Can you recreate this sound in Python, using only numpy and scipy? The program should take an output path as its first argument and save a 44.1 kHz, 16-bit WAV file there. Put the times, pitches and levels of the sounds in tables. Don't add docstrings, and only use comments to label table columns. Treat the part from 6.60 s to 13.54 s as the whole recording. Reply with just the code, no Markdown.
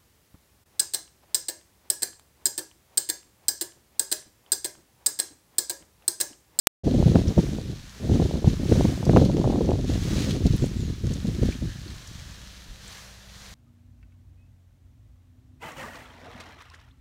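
import sys
import numpy as np
from scipy import signal
from scipy.fft import rfft, irfft, next_fast_len
from scipy.io import wavfile
from scipy.ndimage import uniform_filter1d, map_coordinates

SR = 44100
rng = np.random.default_rng(int(sys.argv[2]) if len(sys.argv) > 2 else 0)


def log_audio(samples):
    frames = np.atleast_2d(samples).T
    limited = np.clip(frames, -1, 1)
    pcm = np.round(limited * 32767).astype(np.int16)
    wavfile.write(sys.argv[1], SR, pcm)


N = 306054
GUST_ATTACK_S, GUST_RELEASE_S = 0.049, 0.067


def amp(db):
    return 10 ** (np.asarray(db) / 20)


def unit(x):
    return x / np.sqrt(np.mean(x ** 2) + 1e-20)


def curve(rows):
    times, values = np.transpose(rows)
    return np.interp(np.arange(N) / SR, times, values)


def wobble(rate):
    return map_coordinates(rng.standard_normal(N), [np.arange(N) * rate / SR], mode="mirror")


def filtered(x, response):
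    size = next_fast_len(len(x) + 8192)
    return irfft(rfft(x, size) * response(np.fft.rfftfreq(size, 1 / SR)), size)[:len(x)]


def coloured(x, spectrum):
    points_hz, db = np.transpose(spectrum)
    return unit(filtered(x, lambda hz: amp(np.interp(np.log(hz + 1), np.log(points_hz), db))))


def add(track, start_s, sound):
    part = track[max(round(start_s * SR), 0):][:len(sound)]
    part += sound[:len(part)]


def swell_power(rows, attack_s, release_s):
    power, t = np.zeros(N), np.arange(SR) / SR
    for start, length, db in rows:
        rise = np.minimum(t / attack_s, 1)
        fall = np.exp(-np.maximum(t - length, 0) / release_s)
        add(power, start, (amp(db) * rise * fall) ** 2)
    return power


# frequency in Hz, relative level in dB.
TOWN_SPECTRUM = [(20, -21), (55, 1), (110, 11), (220, -11), (320, -10), (600, -6), (1500, -29), (5000, -63)]
# frequency of a tone in Hz, rms level in dB.
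ENGINE_TONES = [(59, -53), (194, -59.5)]

def traffic(town_db=-57):
    drifting_time = np.cumsum(1 + .008 * wobble(3)) / SR
    drone = np.zeros(N)
    for hz, db in ENGINE_TONES:
        drone += np.sqrt(2) * amp(db + 0.76 * wobble(2.3)) * np.sin(2 * np.pi * hz * drifting_time)
    return drone + amp(town_db) * coloured(rng.standard_normal(N), TOWN_SPECTRUM)


# frequency in Hz, relative level in dB.
HOLLOW_SPECTRUM = [(900, -43), (1400, -20), (1600, 0), (1780, 1), (2000, -9), (3000, -63)]
AIR_SPECTRUM = [(1000, -7), (4000, 18), (7000, 0), (9000, 3), (12500, 5), (15700, -7)]
# start in seconds, length in seconds, level in dB.
RUSH_SWELLS = [(4.8, 0.072, -56), (5.06, 0.037, -50), (5.6, 0.18, -64)]

def distant_rush(air_db=-61.5, hollow_db=-65):
    power = amp(hollow_db) ** 2 + swell_power(RUSH_SWELLS, GUST_ATTACK_S, GUST_RELEASE_S)
    hollow = np.sqrt(power) * coloured(rng.standard_normal(N), HOLLOW_SPECTRUM)
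    return hollow + amp(air_db) * coloured(rng.standard_normal(N), AIR_SPECTRUM)


# frequency in Hz, relative level in dB.
FAR_TREE_SPECTRUM = [(200, -40), (480, -5.5), (800, -7.5), (1050, -6.5), (1300, -6.5), (1750, -4.5),
                     (2250, -7), (3200, -10.5), (6000, -7.5), (12000, -22.5)]

def far_trees(rustle_db, mean_db=-53.0, response=0.69, drift_db=4.64):
    blurred_db = uniform_filter1d(rustle_db - rustle_db.mean(), size=SR // 6)
    wash_db = mean_db + response * blurred_db + drift_db * wobble(4.5)
    return amp(wash_db) * coloured(rng.standard_normal(N), FAR_TREE_SPECTRUM)


# start in seconds, length in seconds, first and last pitch in Hz, peak level in dB.
BIRD_NOTES = [(3.99, .085, 7800, 6950, -51.5), (4.155, .14, 7850, 6250, -52.5)]

def bird():
    out = np.zeros(N)
    for start, length, first_hz, last_hz, db in BIRD_NOTES:
        progress = np.linspace(0, 1, round(length * SR))
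        waver = 1 + .022 * wobble(400)[:len(progress)]
        hz = first_hz * (last_hz / first_hz) ** progress * waver
        arch = np.sqrt(4 * progress * (1 - progress))
        add(out, start, amp(db) * arch * np.sin(2 * np.pi * np.cumsum(hz) / SR))
    return out


def click(start_s=.070, drive_db=-9.0, t60=0.027, corner_hz=7000):
    out, t = np.zeros(N), np.arange(round(.0036 * SR)) / SR
    random_phases = np.exp(2j * np.pi * rng.random(len(t)))
    burst = unit(irfft(random_phases, len(t)))
    add(out, start_s, amp(drive_db - 60 * t / t60) * burst)
    pole = np.exp(-2 * np.pi * corner_hz / SR)
    return signal.lfilter([1], [1, -pole], out)


# start in seconds, length in seconds, level in dB.
CROWN_GUSTS = [(1.49, 0.23, -48.5), (2.05, 0.099, -44), (3.24, 0.11, -43), (3.38, 0.14, -44),
               (3.52, .13, -38.5), (3.65, 0.062, -39.5), (3.84, .19, -52), (4.48, .06, -52.5),
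               (4.82, 0.11, -47.5), (5.05, 1.1, -54.5), (6.2, 0.16, -51), (6.7, .2, -53.5)]

def rustle_level(wind_db, loose_db=-49.5, firm_db=-43, stiff_wind_db=-15, settle_s=0.019):
    excess_db = wind_db - stiff_wind_db
    loose = amp(loose_db + 0.12 * excess_db)
    firm = amp(firm_db + 0.85 * excess_db)
    pole = np.exp(-1 / (settle_s * SR))
    shaken = signal.lfilter([1 - pole], [1, -pole], np.hypot(loose, firm))
    return 10 * np.log10(shaken ** 2 + swell_power(CROWN_GUSTS, GUST_ATTACK_S, GUST_RELEASE_S))


# frequency in Hz, relative level in dB.
LEAF_SPECTRUM = [(500, -21), (1200, -6.5), (1800, -7), (2400, -6.5), (3300, -2.5), (4100, -1.5), (5000, -6),
                 (6400, -5.5), (8200, -15), (10500, -19), (13000, -25.5), (15700, -25)]

def leaves(rustle_db, contacts_per_s=1400, spread_db=7.0, contact_t60=0.0035, patter_db=-5, hiss_db=-2):
    density = contacts_per_s * amp(rustle_db - rustle_db.mean())
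    touches = rng.random(N) < density / SR
    contacts = touches * amp(spread_db * np.minimum(rng.standard_normal(N), 3))
    t = np.arange(SR // 50) / SR
    scrape = amp(-60 * t / contact_t60)
    energy = np.abs(signal.fftconvolve(contacts ** 2, scrape ** 2)[:N]) / density
    patter = coloured(np.sqrt(energy) * rng.standard_normal(N), LEAF_SPECTRUM)
    hiss = coloured(rng.standard_normal(N), LEAF_SPECTRUM)
    return amp(rustle_db + 0.02 * wobble(24)) * (amp(patter_db) * patter + amp(hiss_db) * hiss)


# start in seconds, relative level in dB, pitch in Hz, half width in octaves.
LEAF_STRIKES = [(0.681, -29.5, 5360, 0.13), (2.452, -32.5, 4970, 0.49), (2.650, -30.5, 4200, .47),
                (3.708, -25, 3760, 0.42), (3.866, -27.5, 4460, .38), (3.962, -38.5, 9750, 0.57),
                (4.058, -39, 8500, .3), (4.535, -31.5, 6540, 0.23), (4.923, -35.5, 2420, 0.081),
                (5.280, -36, 4370, .04), (5.474, -35.5, 5900, 0.31), (6.278, -39.5, 7620, 0.13)]

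def leaf_ticks(gain_db=-3.0, t60=0.035, attack_s=0.00028):
    out, t = np.zeros(N), np.arange(SR // 10) / SR
    for start, db, pitch_hz, octaves in LEAF_STRIKES:
        noise = rng.standard_normal(len(t))
        crackle = filtered(noise, lambda hz: 1 / (1 + (np.log2((hz + 1) / pitch_hz) / octaves) ** 2))
        envelope = amp(db + gain_db - 60 * t / t60) * (1 - np.exp(-t / attack_s))
        add(out, start, unit(crackle) * envelope)
    return out


# time in seconds, level in dB.
BREEZE_LEVELS = [(0.25, -24), (0.63, -24.5), (0.74, -41), (1.02, -32), (1.29, -46), (1.34, -60.5),
                 (1.45, -25), (1.82, -35), (2.11, -23), (2.4, -29.5), (2.59, -21), (3.22, -26), (3.8, -27),
                 (4.09, -30.5), (4.38, -37.5), (4.54, -31), (5.1, -37.5), (5.41, -48.5), (5.81, -47.5),
                 (6.5, -60), (6.94, -49.5)]
# start in seconds, length in seconds, level in dB.
MIC_PUFFS = [(0.258, 0.026, -19), (0.325, 0.11, -19.5), (0.446, 0.055, -15), (0.543, 0.028, -12.5),
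             (0.661, 0.03, -18), (0.765, 0.025, -13), (0.824, 0.13, -28.5), (1.066, 0.052, -31),
             (1.491, 0.061, -17), (1.58, 0.072, -19.5), (1.716, 0.056, -24.5), (1.837, 0.06, -14.5),
             (2.108, 0.015, -11.5), (2.156, 0.13, -19.5), (2.466, 0.18, -17), (2.545, 0.022, -11),
             (2.753, 0.054, -25.5), (2.843, 0.048, -23), (2.937, 0.12, -26.5), (3.075, 0.072, -24),
             (3.291, 0.058, -23.5), (3.515, 0.079, -25), (3.665, 0.1, -28), (3.832, 0.02, -13),
             (3.898, 0.033, -15.5), (4.011, 0.013, -15), (4.153, 0.18, -28), (4.426, 0.088, -24),
             (4.642, 0.047, -23), (4.725, 0.077, -30.5), (4.809, 0.048, -19), (4.873, 0.011, -21),
             (5.004, 0.077, -27.5), (5.185, 0.19, -39.5), (5.476, 0.23, -43.5), (6.079, 0.046, -40.5),
             (6.209, 0.12, -49)]

def wind_level():
    breeze = amp(curve(BREEZE_LEVELS))
    return 10 * np.log10(breeze ** 2 + swell_power(MIC_PUFFS, attack_s=0.011, release_s=0.021))


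# time in seconds, briskness in dB (higher is faster and brighter).
FLOW_BRISKNESS = [(.27, -7.5), (.4, -14.5), (.57, -9.5), (.79, -8), (.88, -13), (1.07, -9.5), (1.27, -24),
                  (1.4, -8), (1.68, -7), (1.99, -13), (2.42, -6.5), (3.1, -5.5), (3.42, -13.5),
                  (3.79, -10.5), (3.91, -18), (4.04, -13.5), (4.2, -19.5), (4.84, -14), (5.3, -21.5),
                  (6.94, -25.5)]
# frequency in Hz at a speed of 1, relative level in dB.
EDDY_SPECTRUM = [(10, -15), (50, 0), (110, -1.5), (200, -6), (320, -14), (500, -23.5), (800, -40.5),
                 (1300, -58.5), (2500, -90), (5000, -120)]

def buffet(wind_db, quickening=.6, port_hz=32):
    flow_db = np.clip(.45 * (curve(FLOW_BRISKNESS) + 12), -7, 6)
    surge_db = 5.2 * np.tanh(.65 * wobble(120) + .25 * wobble(45))
    speed = amp(flow_db + quickening * surge_db)
    eddies = coloured(rng.standard_normal(2 * N), EDDY_SPECTRUM)
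    passing = map_coordinates(eddies, [np.cumsum(speed)], order=1, mode="mirror")
    pressure = filtered(passing * amp(surge_db), lambda hz: hz ** 2 / (hz ** 2 + port_hz ** 2))
    local_rms = np.sqrt(np.abs(uniform_filter1d(pressure ** 2, size=SR // 20)) + 1e-9)
    return amp(wind_db) * pressure / local_rms


# time in seconds, relative level in dB, pitch in Hz.
HARD_EDDIES = [(0.28, -11, 280), (.427, -11, 403), (.481, -12.5, 330), (.557, -8, 520), (.780, -8, 373),
               (.986, -21, 380), (1.496, -19, 393), (1.519, -14.5, 300), (1.600, -15, 354),
               (1.712, -16, 377), (1.845, -14, 424), (2.124, -4, 330), (2.21, -7.5, 398), (2.429, -19, 493),
               (2.468, -16, 396), (2.496, -6, 410), (2.564, -1, 570), (2.571, 1.5, 420), (2.581, -6, 228),
               (2.843, -12, 490), (2.876, -9, 352), (2.937, -16.5, 424), (2.959, -17, 454),
               (3.092, -7.5, 330), (3.118, -9.5, 418), (4.042, -10, 274), (4.889, -14.5, 262)]

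def eddy_slaps(gain_db=-1.0):
    out, t = np.zeros(N), np.arange(-SR // 50, SR // 50) / SR
    for centre_s, db, hz in HARD_EDDIES:
        random_phase = np.exp(2j * np.pi * rng.random())
        swing = np.real(random_phase / (1 - 2j * np.pi * hz * t / 3) ** 4)
        add(out, centre_s + t[0], amp(db + gain_db) * swing)
    return out


def scene(park_start_s=.235, fade_s=0.014):
    fade_in = np.clip((np.arange(N) / SR - park_start_s) / fade_s, 0, 1)
    wind_db = wind_level()
    rustle_db = rustle_level(wind_db)
    wind = buffet(wind_db) + eddy_slaps()
    trees = leaves(rustle_db) + far_trees(rustle_db)
    park = wind + trees + distant_rush() + leaf_ticks() + bird() + traffic()
    return (click() + fade_in * park)[None]


def record(dry):
    clipped = np.clip(dry[0], -.72, .72)
    band_limit = signal.cheby2(14, 80, 16800, fs=SR, output="sos")
    return signal.sosfilt(band_limit, clipped)[None]


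dry = scene()
out = record(dry)
log_audio(out)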